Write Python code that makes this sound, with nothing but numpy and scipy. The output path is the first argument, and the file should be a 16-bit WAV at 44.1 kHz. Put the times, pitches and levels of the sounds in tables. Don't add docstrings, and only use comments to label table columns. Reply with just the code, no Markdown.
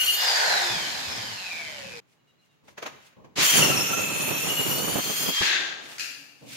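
import sys
import numpy as np
from scipy import signal
from scipy.fft import rfft, irfft, next_fast_len
from scipy.io import wavfile
from scipy.ndimage import map_coordinates

SR = 44100
rng = np.random.default_rng(int(sys.argv[2]) if len(sys.argv) > 2 else 0)


def transcribe(signal):
    frames = np.atleast_2d(signal).T
    limited = np.clip(frames, -1, 1)
    pcm = np.round(limited * 32767).astype(np.int16)
    wavfile.write(sys.argv[1], SR, pcm)


N = 289295
T = np.arange(N) / SR


def amp(db):
    return np.exp(np.asarray(db) * np.log(10) / 20)


def unit(x):
    return x / np.sqrt(np.mean(x ** 2) + 1e-20)


def along(points, hz):
    f, v = np.transpose(points)
    return np.interp(np.log(hz + 1), np.log(f + 1), v)


def wobble(rate):
    knots = rng.standard_normal(int(N * rate / SR) + 2)
    return unit(np.interp(T * rate, np.arange(len(knots)), knots))


def noise():
    return rng.standard_normal((2, N))


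def pan(left_db):
    return amp([[left_db / 2], [-left_db / 2]])


def filtered(x, response):
    m = next_fast_len(N + SR // 2)
    spectrum = rfft(x, m) * response(np.fft.rfftfreq(m, 1 / SR))
    return irfft(spectrum, m)[..., :N]


def coloured(x, spectrum):
    return unit(filtered(x, lambda hz: amp(along(spectrum, hz))))


def swell(s, spread):
    return np.exp(-np.minimum(((T - s) / spread) ** 2 / 2, 20))


def envelope(start, length, attack, t60):
    rise = np.clip((T - start) / attack, 0, 1)
    return rise * amp(-60 * np.clip((T - start - length) / t60, 0, 3))


def strokes(rows, attack, t60):
    power = sum((amp(db) * envelope(s, length, attack, t60)) ** 2 for s, length, db in rows)
    return np.sqrt(power)


def blows(rows, spectrum, t60, lead):
    burst = 0
    for s, db in rows:
        distance = np.maximum((T - s) / t60, (s - T) / lead)
        burst = burst + amp(db - 60 * np.minimum(distance, 2))
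    return burst * coloured(noise(), spectrum)


# f/Hz, t60/s
REVERBERATION = [(100, 0.74), (500, 0.64), (2500, 0.9), (7000, 0.73), (15000, 1)]


def room(x, wet_db):
    hz, t, z = signal.stft(rng.standard_normal((2, SR)), SR, nperseg=256)
    decay = amp(-60 * t / along(REVERBERATION, hz)[:, None])
    tail = signal.istft(z * decay, SR, nperseg=256)[1]
    echo = signal.fftconvolve(np.atleast_2d(x), tail / np.linalg.norm(tail[0]), axes=1)[:, :N]
    return (x + amp(wet_db) * echo) / np.sqrt(1 + amp(2 * wet_db))


FRICTION = 36.4


def shaft_speed(drive, spin_down_s):
    release_s, top = drive[-1]
    toll = FRICTION * spin_down_s
    coast = (top + toll) * np.exp(-np.maximum(T - release_s, 0) / spin_down_s) - toll
    return np.where(T < release_s, np.interp(T, *np.transpose(drive)), np.maximum(coast, 1))


def shaft_angle(speed, flutter):
    return 2 * np.pi * np.cumsum(speed * (1 + flutter * wobble(90))) / SR


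def whine(angle, width_hz):
    return unit(wobble(width_hz) * np.cos(angle) + wobble(width_hz) * np.sin(angle))


TOOTH_ORDER, TEETH = 6.5, 40
HOWL_HZ, HOWL_WIDTH_HZ = 2590, 57
# f/Hz, level/dB
RASP_COLOUR = [(240, -32.5), (400, -14), (1040, -11), (1340, -7), (1770, -6), (2750, -1), (3480, -6),
               (5000, -17.5), (5700, -10.5), (7200, -8.5), (8000, -25), (11700, -27.5), (15700, -32),
               (19800, -91)]
# f/Hz, level/dB
PANEL_COLOUR = [(21, -68.5), (35, -41), (91, -9), (140, 2.5), (341, -1.5), (415, -1.5), (1030, -8.5),
                (1320, -8), (1800, -17), (2340, -25), (3960, -120)]
LOADED_MOTOR_ORDERS = [8, 9, 11, 12]


def cutting(rasp, rumble, ring, angle, place_s, teeth_db, fan_db):
    tooth = TOOTH_ORDER * angle
    speed = np.gradient(angle) * SR / (2 * np.pi)
    bite = (1 + 0.024 * np.sin(tooth / TEETH)) * amp(0.84 * wobble(48))
    strikes = bite * (1 + 0.56 * np.cos(tooth))
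    chips = rasp * coloured(strikes * noise(), RASP_COLOUR) * pan(2.0)
    shaking = bite * amp(1.4 * wobble(170) + 1.1 * wobble(35))
    panel = rumble * coloured(shaking * noise(), PANEL_COLOUR) * pan(-6.0)
    blade = steel(ring, strikes * noise(), speed, place_s, swell_db=2.5)
    resonance = 1 / np.hypot(1, (TOOTH_ORDER * speed - HOWL_HZ) / HOWL_WIDTH_HZ)
    teeth = amp(teeth_db) * resonance * np.sqrt(rasp * rumble) * whine(tooth, width_hz=370)
    clear_note = amp(-8.5) * ring * whine(tooth, width_hz=80)
    fan = amp(fan_db) * ring * (speed / speed.max()) ** 5 * whine(10 * angle, width_hz=60)
    motor = amp(-22) * ring * sum(whine(k * angle, width_hz=30) for k in LOADED_MOTOR_ORDERS)
    return chips + panel + blade + room(teeth + clear_note + fan + motor, wet_db=1.0)


# f/Hz, width/Hz, then relative level/dB on entry, under heavy load, midway, at the far edge
BLADE_MODES = [(3250, 17, 7, -2.5, 2.5, 6.5), (3560, 66, -15, -14, -15.5, -1.5), (4268, 54, 5, -4, 2, 5),
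               (4480, 50, -1.5, -20, -7.5, -8.5), (4800, 110, -2.5, -18, -20, 0.5),
               (5040, 86, -17, -7, -27, -0.5), (5620, 65, 1.5, 5, 1.5, -14),
               (6110, 110, -0.5, -9.5, -4, -7.5), (6310, 400, -2, -3, -10.5, 1.5),
               (6710, 130, -6, 0, -6.5, -7), (7060, 95, 7, -0.5, 4.5, 3.5),
               (7475, 130, 0.5, -3.5, -1.5, -4), (8170, 33, -2, 2.5, -6.5, 0.5),
               (8730, 150, -1, -2, -1.5, 0), (9540, 100, -2.5, -3.5, -4, -1.5),
               (10270, 210, 1, -4, 1.5, -2.5), (11240, 110, -5, -8.5, -10.5, -4),
               (11350, 60, -12, -18, -11.5, -2), (11940, 110, -0.5, -4, 7.5, 3),
               (12650, 120, -4, -8, -10.5, -4), (13200, 140, -3.5, -5.5, -4.5, -0.5),
               (13500, 140, -5, 2.5, -2.5, 3), (14270, 110, -3, -6, -4.5, -5.5),
               (14660, 90, -9, -11, -9.5, -5.5), (15020, 78, -6, -10, 1.5, -2.5),
               (15540, 100, -4.5, -15.5, -11.5, -11)]
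PLACE_TIMES = [3.53, 3.85, 4.7, 5.15]
# f/Hz, left minus right level/dB
BLADE_SIDES = [(3200, 3.5), (4500, 1), (7200, -4.5), (9000, 3.5)]
GRIP_RATE = 14
WORKING_SPEED = 450
STIFFENING, WANDER = .06, .0025


def steel(level, strikes, speed, place_s, swell_db):
    on = level > amp(-60) * level.max()
    t, strikes, place_s = T[on], strikes[:, on], np.broadcast_to(place_s, N)[on]
    knots = np.arange(256)

    def chance():
        return np.interp(t * GRIP_RATE, knots, rng.standard_normal(len(knots)))

    ring, song = np.zeros((2, len(t))), np.zeros((2, N))
    for hz, width, *levels_db in BLADE_MODES:
        quality = hz / width * np.sqrt(np.sqrt(2) - 1)
        resonator = np.concatenate(signal.iirpeak(hz, quality, SR))
        vibration = signal.sosfilt([resonator, resonator], strikes)
        grip = amp(np.interp(place_s, PLACE_TIMES, levels_db) + swell_db * chance())
        clock = np.cumsum(1 + STIFFENING * (speed[on] / WORKING_SPEED - 1) + WANDER * chance())
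        mode = [map_coordinates(side, [clock], mode="mirror") for side in vibration]
        ring += grip * np.array(mode) * pan(along(BLADE_SIDES, hz))
    song[:, on] = unit(ring)
    return level * song


# t/s, spread/s, f/Hz, level/dB before the wavering and room
SAW_TONES = [(.012, 0.019, 2873, -15.5), (0.09, 0.017, 2857, -18), (.14, 0.16, 4280, -33),
             (0.02, 0.019, 1502, -35.5), (0.06, 0.04, 3210, -33), (0.23, 0.061, 3580, -31),
             (3.565, 0.016, 3110, -19.5), (3.629, 0.0064, 2796, -14), (3.655, 0.014, 2825, -22),
             (3.642, 0.0064, 5530, -25), (3.677, 0.008, 5560, -28), (3.703, 0.0032, 2807, -15.5),
             (3.724, 0.01, 1340, -21.5), (3.78, 0.0076, 5494, -22), (3.814, 0.01, 5460, -22),
             (3.87, 0.01, 5494, -34), (3.881, 0.089, 1350, -39.5), (3.936, 0.0049, 1348, -22.5),
             (4.509, 0.012, 2858, -22), (4.59, 0.019, 2865, -23), (4.721, 0.0081, 2860, -23.5),
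             (5.26, 0.0094, 3290, -28), (5.28, 0.2, 3230, -36), (5.385, 0.026, 3212, -23),
             (5.55, 0.073, 3570, -34), (5.55, 0.12, 1607, -35.5)]


def singing():
    drift = np.cumsum(1 + 0.011 * wobble(110)) / SR
    song = np.zeros(N, complex)
    for s, spread, hz, db in SAW_TONES:
        size = swell(s, spread)
        on = size > .001
        song[on] += amp(db) * size[on] * np.exp(2j * np.pi * hz * drift[on])
    song *= amp(2.0 * wobble(70))
    return room(np.array([song.imag, song.real]), wet_db=-4.5) * pan(3.1)


FREE_SPEED = 515
# multiple of the shaft, level/dB at free speed before the housing,
# lowest and highest speed/(turns per second), width/Hz
MOTOR_WHINES = [(0.979, -42, 196, 520, 22), (4.3, -28.5, 100, 140, 20), (7.13, -37.5, 345, 940, 200),
                (9.85, -21, 343, 520, 140), (14.1, -28, 145, 590, 330), (21.53, -28, 122, 250, 420)]
# f/Hz, half width/Hz, level/dB
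HOUSING_MODES = [(242, 89, -1), (501, 78, 1), (652, 61, -0.5), (2357, 220, 7.5), (3080, 130, -2),
                 (3620, 240, -7.5), (4090, 220, -4), (4740, 220, -4), (5210, 165, -1), (6400, 450, -12.5)]
WHINE_POWER, DIES_DB_PER_OCTAVE = 1.28, 47


def whines(speed, angle):
    def housing(hz):
        power = 0
        for centre, width, db in HOUSING_MODES:
            power = power + amp(2 * db) / (1 + ((hz - centre) / width) ** 2) ** 2
        return np.sqrt(power)

    tones = 0
    for order, db, low, high, width in MOTOR_WHINES:
        octaves_outside = np.abs(np.log2(speed / np.clip(speed, low, high)))
        in_range = amp(-DIES_DB_PER_OCTAVE * octaves_outside)
        tones = tones + amp(db) * in_range * whine(order * angle, width)
    return filtered((speed / FREE_SPEED) ** WHINE_POWER * tones, housing)


def coasting(rush, rattle, angle, fan, gears, left_db):
    backlash = (1 + .5 * np.cos(angle)) * amp(0.53 * wobble(130))
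    air = rush * coloured(backlash * noise(), fan) * pan(left_db)
    return air + rattle * coloured(backlash * noise(), gears)


# t/s, speed/(turns per second)
FIRST_DRIVE = [(.1, 468), (.21, 510), (.25, 510)]
# f/Hz, level/dB
FAN_COLOUR = [(530, -23.5), (900, -5), (1290, -6), (1490, -22), (1680, -1), (2770, -5), (4370, -2),
              (5170, -2.5), (5760, -7.5), (6970, -7), (8450, -17), (14000, -20.5), (15700, -34.5)]
# f/Hz, level/dB
FIRST_GEARS_COLOUR = [(120, -32.5), (200, -29.5), (265, -28.5), (354, -9), (554, -0.5), (741, 7), (951, 4),
                      (1100, -7.5), (1340, -6), (1470, 7.5), (1690, 7), (2400, -7), (3120, -48),
                      (5280, -120)]
FREED_S = 0.14
CRITICAL_SPEED, CRITICAL_SPREAD = 409, 47.5
SCENE_CHANGE = 2.0


def first_run():
    speed = shaft_speed(FIRST_DRIVE, spin_down_s=1.374)
    angle = shaft_angle(speed, flutter=0.00542)
    in_wood = amp(-60 * np.clip((T - FREED_S) / 0.44, 0, 2))
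    cut = cutting(amp(-32.0) * in_wood, amp(-53.5) * in_wood, amp(-27.5) * in_wood, angle,
                  PLACE_TIMES[2], teeth_db=-4, fan_db=-10.5)
    freed = np.clip((T - FREED_S) / 0.11, 0, 1)
    shudder = np.exp(-((speed - CRITICAL_SPEED) / CRITICAL_SPREAD) ** 2 / 2)
    rush = freed * amp(-25.0 + 2 * shudder) * (speed / FREE_SPEED) ** 1.46
    rattle = freed * amp(-31.5 + 10 * shudder) * (speed / FREE_SPEED) ** 1.51
    coast = coasting(rush, rattle, angle, FAN_COLOUR, FIRST_GEARS_COLOUR, left_db=-0.2)
    return cut + coast + room(freed * whines(speed, angle), wet_db=2.0) + knocks(0, SCENE_CHANGE)


TOUCH_S, SEATED_S, BREAK_OUT_S, RELEASE_S = 3.355, 3.53, 5.3, 5.4
ENTRY_END_S, SETTLE_S = 3.608, 0.14
NEAREST_S, NEAREST_SPREAD_S = 4.8, 0.072
FAR_EDGE_S, FAR_EDGE_SPREAD_S = 5.13, 0.37
# t/s, spread/s, level/dB
PUSH_EASES = [(3.49, 0.017, -14), (3.883, 0.0089, -7), (4.41, 0.029, -6), (5.022, 0.019, -14),
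              (5.176, 0.046, -10.5)]


def long_cut(angle):
    entry = np.exp(-np.maximum(T - ENTRY_END_S, 0) / SETTLE_S)
    nearest = swell(NEAREST_S, NEAREST_SPREAD_S)
    far_edge = swell(FAR_EDGE_S, FAR_EDGE_SPREAD_S)
    wood_s = BREAK_OUT_S - TOUCH_S
    rasp_in_wood = envelope(TOUCH_S, wood_s, attack=0.078, t60=1.0)
    ring_in_wood = envelope(TOUCH_S, wood_s, attack=0.099, t60=1.0) ** 3
    rasp = amp(-34.5 + 12 * entry + 1.0 * far_edge - 2.7 * nearest) * rasp_in_wood
    ring = amp(-30.0 + 8.5 * entry + 1.5 * nearest) * ring_in_wood
    push_db = 9.1 * np.exp(-np.maximum(T - SEATED_S - .13, 0) / 0.076)
    push_db = push_db + sum(db * swell(s, spread) for s, spread, db in PUSH_EASES)
    pressed = envelope(SEATED_S, BREAK_OUT_S - SEATED_S, attack=0.082, t60=0.14)
    touching = envelope(TOUCH_S, wood_s, attack=0.022, t60=0.1)
    rumble = amp(-35.5 + push_db) * (pressed + amp(-10.5) * touching)
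    return cutting(rasp, rumble, ring, angle, T, teeth_db=-1.0, fan_db=-11.5)


# t/s, speed/(turns per second)
SECOND_DRIVE = [(3.34, 432.8), (3.55, 490.6), (3.7, 409.2), (4.0, 399.6), (4.35, 398.5), (4.48, 434.7),
                (4.8, 455.4), (5.05, 488), (5.37, 504.8)]
# f/Hz, level/dB
RUN_OUT_COLOUR = [(530, -35.5), (900, -20), (1420, -14), (1600, -1), (2320, -7), (2710, -3.5), (2980, -8.5),
                  (3610, -5.5), (5620, -17), (6650, -14), (8340, -34.5), (13000, -42), (15700, -42)]
# f/Hz, level/dB
SECOND_GEARS_COLOUR = [(88, -21), (150, -13), (237, -11.5), (371, -1.5), (487, -8.5), (837, -4),
                       (919, -8.5), (1400, -5), (1820, -6), (3080, -120)]
# t/s, peak level/dB of the burst envelope
PANEL_JOLTS = [(3.385, -27.5), (3.554, -24), (3.585, -31), (3.627, -24.5), (3.7, -21), (3.77, -26),
               (3.84, -36), (3.908, -27), (3.983, -29), (4.035, -33), (4.882, -28.5), (4.958, -23.5),
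               (4.985, -23.5), (5.1, -29.5), (5.2, -36.5), (5.29, -29), (5.416, -25.5)]


def second_run():
    angle = shaft_angle(shaft_speed(SECOND_DRIVE, spin_down_s=.6), flutter=0.00804)
    start = amp(-22.5) * envelope(TOUCH_S, 0.081, attack=0.042, t60=0.3)
    leaving = amp(-28) * envelope(BREAK_OUT_S, 0.17, attack=0.062, t60=0.3)
    roar = (start + leaving) * coloured(noise(), FAN_COLOUR)
    rush = amp(-23) * envelope(RELEASE_S, 0.14, attack=0.033, t60=0.86)
    rattle = amp(-38.5) * envelope(RELEASE_S, 0.17, attack=0.031, t60=1.71)
    coast = coasting(rush, rattle, angle, RUN_OUT_COLOUR, SECOND_GEARS_COLOUR, left_db=4.5)
    falling_tone = amp(-30.5) * swell(5.475, 0.05) * whine(10 * angle, width_hz=90)
    falling = room(falling_tone, wet_db=-1) * pan(3.8)
    jolts = blows(PANEL_JOLTS, PANEL_COLOUR, t60=0.092, lead=0.018) * pan(-3.3)
    return knocks(SCENE_CHANGE, N / SR) + roar + long_cut(angle) + coast + falling + jolts + thump()


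THUMP_S = 5.408
THUMP_HZ, THUMP_DB, THUMP_T60_S = 117, -26, .05


def thump():
    age = np.clip(T - THUMP_S, 0, 1)
    decay = amp(THUMP_DB - 60 * age / THUMP_T60_S)
    return decay * np.sin(2 * np.pi * THUMP_HZ * age) * pan(-2.7)


# t/s, crack level/dB, low body level/dB, both before the room
TOOL_KNOCKS = [(1.113, -32, -60), (2.684, -47, -69), (2.781, -34.5, -63), (2.828, -30.5, -67),
               (2.864, -29.5, -54), (3.128, -60, -71), (3.248, -53.5, -46)]
# f/Hz, level/dB
KNOCK_COLOUR = [(71, -45), (120, -12), (347, -7.5), (471, -1.5), (768, -4), (962, -3.5), (2270, -6.5),
                (5560, -18), (6680, -12.5), (7550, -28.5), (15700, -31)]
# f/Hz, level/dB
SLIDE_COLOUR = [(21, -40), (35, -20), (91, -1), (216, 1), (242, 0.5), (279, -4.5), (567, -4), (693, -11.5),
                (1100, -8.5), (1430, -35), (2420, -120)]


def knocks(first, last):
    rows = [row for row in TOOL_KNOCKS if first <= row[0] < last]
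    crack = blows([(s, db) for s, db, body_db in rows], KNOCK_COLOUR, t60=.1, lead=.025)
    body = blows([(s, body_db) for s, db, body_db in rows], SLIDE_COLOUR, t60=0.047, lead=0.019)
    return room(crack + body, wet_db=-8.0)


# t/s, length/s, level/dB
PANEL_SLIDES = [(0.464, 0.26, -50), (0.688, 0.051, -40.5), (0.807, 0.5, -48), (1.063, 0.17, -48.5),
                (1.522, 0.41, -51.5), (1.838, 0.021, -52), (2.626, 0.071, -60.5), (2.884, 0.026, -55.5),
                (3.16, 0.066, -51)]


def handling(rows, colour):
    uneven = amp(1.1 * wobble(35)) * noise()
    return strokes(rows, attack=0.014, t60=0.75) * coloured(uneven, colour)


# t/s, peak level/dB of the burst envelope before the room
WALL_CLACKS = [(5.983, -22), (5.996, -14), (6.008, -21.5)]
# f/Hz, level/dB
CLACK_COLOUR = [(410, -50), (700, -30), (808, -35), (920, -31), (1080, -41), (1350, -9), (2000, -3),
                (2600, -0.5), (3470, -12), (4750, -4), (5850, -11), (6750, -6.5), (8420, -18.5),
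                (14000, -23), (15700, -29.5)]
# t/s, length/s, level/dB
BOARD_SHIFTS = [(5.79, 0.3, -58.5), (6.2, 0.27, -66.5), (6.41, 0.16, -48.5)]
# f/Hz, level/dB
BOARD_COLOUR = [(24, -82.5), (40, -54), (59, -34), (129, -4), (172, -13), (290, -2), (366, -23),
                (507, -8.5), (900, -19.5), (1170, -27), (1980, -120)]


def stacking():
    clacks = blows(WALL_CLACKS, CLACK_COLOUR, t60=0.019, lead=0.003)
    return room(clacks, wet_db=9.0) * pan(4.1) + handling(BOARD_SHIFTS, BOARD_COLOUR)


# t/s, length/s, f/Hz, level/dB before the room
BOARD_GROANS = [(0.706, 0.054, 174, -46), (1.06, .1, 79.6, -53), (1.168, 0.16, 113.3, -50.5),
                (1.843, 0.026, 183.4, -51), (6.012, 0.29, 282.6, -64), (6.4, 0.068, 291.4, -52.5)]


def groans():
    hum = 0
    for s, length, hz, db in BOARD_GROANS:
        size = amp(db) * envelope(s, length, attack=0.018, t60=0.19)
        hum = hum + size * whine(2 * np.pi * hz * T, width_hz=35)
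    return room(hum, wet_db=-8)


# t/s, length/s, level/dB
EDGE_SCRAPES = [(2.06, 0.062, -62.5), (2.25, 0.044, -68), (2.37, 0.095, -70.5), (2.49, .04, -67),
                (2.63, 0.0696, -57), (2.98, .09, -56.5), (5.8, 0.16, -44.5), (6.36, 0.13, -56.5),
                (6.45, 0.12, -39.5)]
# f/Hz, level/dB
EDGE_COLOUR = [(710, -31), (1200, -16.5), (2440, -2.5), (3060, -5.5), (6580, -9), (15700, -20)]


def scrapes():
    rough = amp(1.3 * wobble(120)) * noise()
    return strokes(EDGE_SCRAPES, attack=0.1, t60=0.18) * coloured(rough, EDGE_COLOUR)


# t/s, length/s, f/Hz, level/dB before the room
BIRD_CHIRPS = [(2.171, 0.063, 2880, -74), (2.18, .06, 4000, -78), (2.265, 0.06, 2870, -66),
               (2.267, 0.064, 3880, -69), (2.382, 0.039, 4060, -66), (2.412, 0.043, 2830, -66),
               (2.48, 0.074, 2770, -72), (2.483, 0.054, 3780, -72.5)]


def bird():
    song = np.zeros(N)
    for s, length, hz, db in BIRD_CHIRPS:
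        u = np.clip((T - s) / length, 0, 1)
        pitch = hz * (1.02 - .04 * u + .012 * wobble(220))
        song += amp(db) * np.sin(np.pi * u) * np.sin(2 * np.pi * np.cumsum(pitch) / SR)
    return room(song, wet_db=-3)


FLOOR_DB = -67
# f/Hz, level/dB
FLOOR_COLOUR = [(18, -52.5), (30, -23.5), (85, -12), (135, 4), (200, -3), (734, -10.5), (2800, -15),
                (5820, -25.5), (6630, -22), (8840, -36), (13800, -31.5), (15700, -31.5)]


def room_tone():
    return amp(FLOOR_DB) * coloured(noise(), FLOOR_COLOUR)


def scene():
    later = np.clip((T - SCENE_CHANGE) / .008 + .5, 0, 1)
    early_slides = [row for row in PANEL_SLIDES if row[0] < SCENE_CHANGE]
    late_slides = [row for row in PANEL_SLIDES if row[0] > SCENE_CHANGE]
    before = first_run() + handling(early_slides, SLIDE_COLOUR)
    after = second_run() + handling(late_slides, SLIDE_COLOUR) + stacking() + scrapes() + bird()
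    return (1 - later) * before + later * after + singing() + groans() + room_tone()


TOP_HZ = 15750


def record(dry):
    return filtered(dry, lambda hz: hz < TOP_HZ)


dry = scene()
out = record(dry)
transcribe(out)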